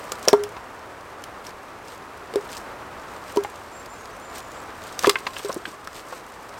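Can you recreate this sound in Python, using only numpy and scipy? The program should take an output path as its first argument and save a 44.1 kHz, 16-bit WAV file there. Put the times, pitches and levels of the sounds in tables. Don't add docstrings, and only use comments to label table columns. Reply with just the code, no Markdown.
import sys
import numpy as np
from scipy import signal
from scipy.fft import rfft, irfft, next_fast_len
from scipy.io import wavfile
from scipy.ndimage import map_coordinates

SR = 44100
rng = np.random.default_rng(int(sys.argv[2]) if len(sys.argv) > 2 else 0)


def wav_record(signal):
    frames = np.transpose(np.atleast_2d(signal))
    bounded = np.clip(frames, -1, 1)
    quanta = np.round(bounded * 32767).astype(np.int16)
    wavfile.write(sys.argv[1], SR, quanta)


N = 290663

# t/s, level/dB, bending note/Hz, upper modes/dB, crushed bark/dB re the blow
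BLOWS = [(.119, -18, 497, 3.5, 8), (0.2766, -5, 492, -5.5, -7.5), (0.2822, -2.5, 512.3, -5, -10),
         (.3302, .5, 413, -1, -4), (2.338, -20.5, 450.7, -3, 1), (2.3575, -8.5, 411.1, -6, -5),
         (3.3622, -15, 487.3, 2, -3.5), (3.3709, -7, 404.9, 3, -5), (5.035, -15.5, 524, 9.5, 3.5),
         (5.0707, -4, 409.1, 0.5, 2), (5.447, -17.5, 408.7, -3, -24.5), (5.4945, -10, 529.5, -6, -11),
         (6.125, -18, 599, -17.5, -15.5)]


def knocks(attack_s=0.00187, free_hz=406.2, free_t60_s=0.1098, damping_per_octave=3.78,
           grit_db=-21, grit_t60_s=0.0127):
    # f/bending note, level/dB, t60/s
    modes = [(.45, -18.5, 0.028), (.72, -16.5, 0.036), (.87, -14.5, 0.0613), (1.2, -3, 0.0284),
             (1.55, -3, 0.0123), (2.06, -60, 0.027), (2.38, -15.5, 0.0515), (2.76, -21, 0.0774),
             (3.33, -32, 0.25), (5.1, -39, 0.132)]
    out, t = np.zeros(N), np.arange(SR // 2) / SR
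    for s, db, note_hz, upper_db, _ in BLOWS:
        t60_s = free_t60_s * np.exp(-damping_per_octave * np.log2(note_hz / free_hz))
        ring = np.sin(2 * np.pi * note_hz * t) * fade(t, t60_s)
        for ratio, mode_db, mode_t60_s in modes:
            strength = amp(mode_db + upper_db * (ratio > 1.4) + rng.normal(0, 4.67))
            ring += strength * np.sin(2 * np.pi * note_hz * ratio * t) * fade(t, mode_t60_s)
        grit = unit(coloured(rng.standard_normal(len(t)), lambda hz: hump(hz, 810, 2.3, 12.4)))
        ring += amp(grit_db + upper_db) * grit * fade(t, grit_t60_s)
        add(out, s, amp(db) * ring * (1 - np.exp(-t / attack_s)))
    return out


def note_swell(delay_s=0.031, swell_s=0.045, length_s=0.28, level_db=-21.5):
    s, _, note_hz, _, _ = max(BLOWS, key=lambda blow: blow[1])
    out, t = np.zeros(N), np.arange(int(length_s * SR)) / SR
    rise = np.maximum(t - delay_s, 0) / swell_s
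    envelope = (rise * np.exp(1 - rise)) ** 2
    add(out, s, amp(level_db) * envelope * np.sin(2 * np.pi * note_hz * t))
    return out


def clacks(crack_db=-1, crack_t60_s=0.0359, ring_db=-19, main_t60_s=0.0445):
    # t/s, level/dB, main mode/Hz, main mode/dB, treble edge/Hz
    contacts = [(0.2863, -15.5, 1007, -9.5, 2970), (0.3303, -15, 634, 4.5, 1340),
                (.335, -6.5, 925, -5.5, 1250), (.567, -27, 1004, -0.5, 5060),
                (3.4481, -20.5, 836, 0.5, 3000), (5.0417, -18, 1084, -5.5, 4000),
                (5.0447, -2, 1283, -11, 1670), (5.059, -11, 1140, -26, 4800), (5.0717, -9.5, 324, 1.5, 434),
                (5.0951, -3.5, 1169, -9.5, 5120), (5.1562, -9, 1560, -13, 3000),
                (5.2672, -9, 1010, -11, 4400), (5.3656, -19.5, 1407, -11.5, 3400),
                (5.500, -19.5, 1062, -3.5, 1300), (5.5634, -9.5, 353, -4.5, 650),
                (5.6542, -18.5, 2610, -31, 3770), (5.676, -24.5, 300, -6.5, 1200),
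                (5.874, -24.5, 1300, -4.5, 1960), (6.127, -24, 1098, -3.5, 1470)]
    # f/Hz, level/dB, t60/s
    high_modes = [(1045, -9, 0.204), (1157, -18.5, 0.027), (1480, -40.5, 0.012), (1603, 5, 0.017),
                  (2142, -2.5, 0.044), (2638, -6, 0.037), (4040, -26, .03)]
    out, t = np.zeros(N), np.arange(SR // 5) / SR
    for s, db, main_hz, main_db, edge_hz in contacts:
        rolloff_db = lambda hz: -26 * np.log2(np.maximum(hz / edge_hz, 1))
        burst = rng.standard_normal(len(t)) * fade(t, crack_t60_s)
        crack = coloured(burst, lambda hz: hump(hz, main_hz, 8.3, 4.94) + rolloff_db(hz))
        crack *= np.sqrt(crack_t60_s * SR) / (9 * np.linalg.norm(crack))
        ring = np.zeros(len(t))
        for mode_hz, mode_db, t60_s in high_modes:
            strength = amp(mode_db + rolloff_db(mode_hz) + rng.normal(0, 6.8))
            detuned_hz = mode_hz * (1 + rng.normal(0, 0.0182))
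            ring += strength * np.sin(2 * np.pi * detuned_hz * t) * fade(t, t60_s)
        main = np.sin(2 * np.pi * main_hz * t) * fade(t, main_t60_s)
        add(out, s, amp(db) * (amp(crack_db) * crack + amp(ring_db) * ring + amp(main_db) * main))
    return out


def bark_snaps(attack_s=0.00064, t60_s=0.01, crumb_db=-10, crumb_t60_s=0.0678,
               flake_octaves=0.231, crush_hz=4560):
    # t/s, level/dB, centre/Hz, flake resonance/dB
    snaps = [(0.1201, -8.5, 7320, 9.5), (0.2836, 9, 5900, 14.5), (0.4363, -12.5, 5670, 1),
             (1.239, -16.5, 4650, -7), (1.467, -18, 5240, 14), (2.529, -18, 4400, -3),
             (2.5751, -20.5, 5000, 6), (3.4369, -17, 4500, -8.5), (4.9915, -5, 5620, 2.5),
             (5.043, -10.5, 4400, 3), (5.0588, -15, 3670, 4.5), (5.0947, 1, 8100, 2.5),
             (5.0964, 2.5, 4790, 12.5), (5.1104, -14, 4170, 6.5), (5.269, -17.5, 4250, 23),
             (5.3651, -15, 2946, 15.5), (5.486, -19, 8100, 23), (5.527, -16, 5720, 19.5),
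             (5.873, -19, 5120, 6.5)]
    crushed = [(s, db + bark_db, crush_hz, 0) for s, db, _, _, bark_db in BLOWS]
    out, t = np.zeros(N), np.arange(SR // 6) / SR
    for s, db, centre_hz, flake_db in snaps + crushed:
        resonance_db = lambda hz: flake_db * np.exp(-(np.log2((hz + 1) / centre_hz) / flake_octaves) ** 2)
        burst = rng.standard_normal(len(t)) * fade(t, t60_s) * (1 - np.exp(-t / attack_s))
        tick = coloured(burst, lambda hz: hump(hz, centre_hz, 2.83, 10.24) + resonance_db(hz))
        crumble = rng.standard_normal(len(t)) * fade(t, crumb_t60_s)
        crumbs = coloured(crumble, lambda hz: hump(hz, 4620, 2.07, 6.8))
        snap = tick / np.linalg.norm(tick) + amp(crumb_db) * crumbs / np.linalg.norm(crumbs)
        add(out, s, 1.783 * amp(db) * snap)
    return out


def rubbing(steady_db=-4, stroke_db=-1.5, catch_db=2, tick_db=-3, ticks_per_s=90, tick_t60_s=0.0189):
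    # t/s, level/dB
    contour = [(0.0, -42.5), (0.16, -48), (0.75, -55.5), (2.33, -57), (2.44, -48), (2.84, -58),
               (3.1, -48.5), (4.79, -51), (5.07, -46.5), (5.51, -39.5), (5.67, -49.5), (6.59, -49)]
    # middle/s, half length/s, level/dB
    scuffs = [(0.248, 0.0216, -38.5), (1.473, 0.0315, -44), (1.916, .059, -45.5), (2.545, 0.056, -40.5),
              (3.294, 0.041, -42.5), (4.366, 0.0357, -39), (4.888, 0.09, -43.5), (5.068, 0.0642, -34.5),
              (5.383, 0.06, -40.5), (5.695, 0.0405, -42), (5.966, 0.0454, -40.5), (6.145, 0.0536, -44.5)]
    # f/Hz, density/dB
    spectrum = [(1500, 3.5), (3000, -1.5), (5200, -3), (6800, -5.5), (8500, -1.5), (10300, -18),
                (13500, -8), (15800, -22)]
    t = np.arange(N) / SR
    steady = amp(steady_db + np.interp(t, *np.transpose(contour)))
    strokes = sum(amp(db) * np.exp(-((t - s) / half_s) ** 2) for s, half_s, db in scuffs)
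    effort = np.hypot(steady, amp(stroke_db) * strokes)
    catches = rng.standard_normal(N) * amp(0.6 * wobble(600) + catch_db * wobble(70))
    rub = unit(filtered(catches, lambda hz: amp(along(spectrum, hz))))
    ticks, decay = np.zeros(N), fade(t[:512], tick_t60_s)
    for when, pitch, size in rng.random((int(ticks_per_s * N / SR), 3)):
        burst = rng.standard_normal(len(decay)) * decay
        tick = coloured(burst, lambda hz: hump(hz, 3200 * 2.8 ** pitch, 6.25, 11.47))
        size_db = -4 * np.log(size + 0.01)
        add(ticks, when * N / SR, amp(size_db) * unit(tick))
    return effort * (rub + amp(tick_db) * unit(ticks))


def rain(level_db=-39.5, drift_db=1.35, flutter_db=0.6652, treble_db=-4.0):
    # f/Hz, density/dB
    spectrum = [(15, -47.5), (25, -7), (102, -3.5), (144, -9), (276, -5), (307, -4.5), (414, -2), (620, -2),
                (710, -2), (1180, -1), (3300, -19), (3680, -20), (4950, -21.5), (6140, -22), (15800, -33.5)]
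    shelf = [(2500, 0), (6000, treble_db)]
    drops = rng.standard_normal(N) * amp(flutter_db * wobble(40) - drift_db * wobble(1.492))
    hiss = filtered(drops, lambda hz: amp(along(spectrum, hz) + along(shelf, hz)))
    return amp(level_db) * unit(hiss)


def bird(scoop_hz=300, scoop_s=0.01744, sag_hz_per_s=487, waver=0.0048):
    # start/s, length/s, f/Hz, level/dB
    whistles = [(3.42, 0.055, 7240, -51.5), (3.49, .07, 6660, -62.5), (3.71, 0.111, 7407, -49.5),
                (3.879, 0.09, 7240, -49), (3.975, 0.062, 6704, -51.5), (4.102, 0.068, 6140, -55.5),
                (4.2, 0.123, 7210, -50), (4.32, 0.29, 7100, -56.5), (4.53, 0.105, 7700, -51.5)]
    out = np.zeros(N)
    for s, length_s, pitch_hz, db in whistles:
        t = np.arange(int(length_s * SR)) / SR
        arch_hz = pitch_hz - scoop_hz * np.exp(-t / scoop_s) - sag_hz_per_s * t
        hz = arch_hz * (1 + waver * wobble(135.3)[:len(t)])
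        add(out, s, amp(db) * np.sin(np.pi * t / length_s) * np.sin(2 * np.pi * np.cumsum(hz) / SR))
    return out


def boot(start_s=4.31, length_s=0.235, level_db=-55, centre_hz=45):
    press = np.sin(np.pi * np.clip((np.arange(N) / SR - start_s) / length_s, 0, 1))
    rumble = filtered(rng.standard_normal(N), lambda hz: amp(hump(hz, centre_hz, 14, 21)))
    return amp(level_db) * press * unit(rumble)


def trunk_echo(x, delay_s=0.012):
    # f/Hz, t60/s
    decay = [(150, 0.28), (450, 0.289), (1200, 0.21), (5000, 0.23), (14000, 0.141)]
    hz, t, noise = signal.stft(rng.standard_normal(SR // 2), SR, nperseg=256)
    _, tail = signal.istft(noise * fade(t, along(decay, hz)[:, None]), SR, nperseg=256)
    delayed = np.pad(x, (int(delay_s * SR), 0))
    return signal.fftconvolve(delayed, tail / np.linalg.norm(tail))[:N]


def amp(db):
    return 10 ** (np.asarray(db) / 20)


def unit(x):
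    return x / np.sqrt(np.mean(x ** 2) + 1e-20)


def fade(t, t60_s):
    return np.exp(-np.log(1000) * t / np.maximum(t60_s, 1e-4))


def along(points, hz):
    point_hz, values = np.transpose(points)
    return np.interp(np.log(hz + 1), np.log(point_hz + 1), values)


def wobble(knots_per_s):
    knots = rng.standard_normal(int(N * knots_per_s / SR) + 4)
    return map_coordinates(knots, [np.arange(N) * knots_per_s / SR])


def filtered(x, gain):
    n = next_fast_len(N + SR // 2)
    return irfft(rfft(x, n) * gain(np.fft.rfftfreq(n, 1 / SR)), n)[:N]


def coloured(x, db_of_hz):
    n = len(x)
    gain = amp(db_of_hz(np.fft.rfftfreq(2 * n, 1 / SR)))
    cepstrum = irfft(np.log(np.maximum(gain, 1e-6)))
    cepstrum[1:n] *= 2
    cepstrum[n + 1:] = 0
    return irfft(rfft(x, 2 * n) * np.exp(rfft(cepstrum)))[:n]


def hump(hz, centre_hz, rise_db_per_octave, fall_db_per_octave):
    octaves = np.log2((hz + 1) / centre_hz)
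    return np.where(octaves < 0, rise_db_per_octave * octaves, -fall_db_per_octave * octaves)


def add(track, start_s, sound):
    part = track[max(round(start_s * SR), 0):][:len(sound)]
    part += sound[:len(part)]


def scene(radiate_hz=170, wood_echo_db=-21.5, bird_echo_db=-5.5):
    wood = knocks() + note_swell() + clacks() + bark_snaps()
    wood = signal.sosfilt(signal.butter(2, radiate_hz, "high", fs=SR, output="sos"), wood)
    song = bird()
    far_song = song + amp(bird_echo_db) * trunk_echo(song, delay_s=0.03)
    return (wood + amp(wood_echo_db) * trunk_echo(wood) + far_song + rain() + boot() + rubbing())[None]


def record(dry, low_cut_hz=34, top_hz=16000):
    heard = signal.sosfilt(signal.butter(2, low_cut_hz, "high", fs=SR, output="sos"), dry[0])
    return filtered(np.clip(heard, -1, 1), lambda hz: hz < top_hz)[None]


dry = scene()
out = record(dry)
wav_record(out)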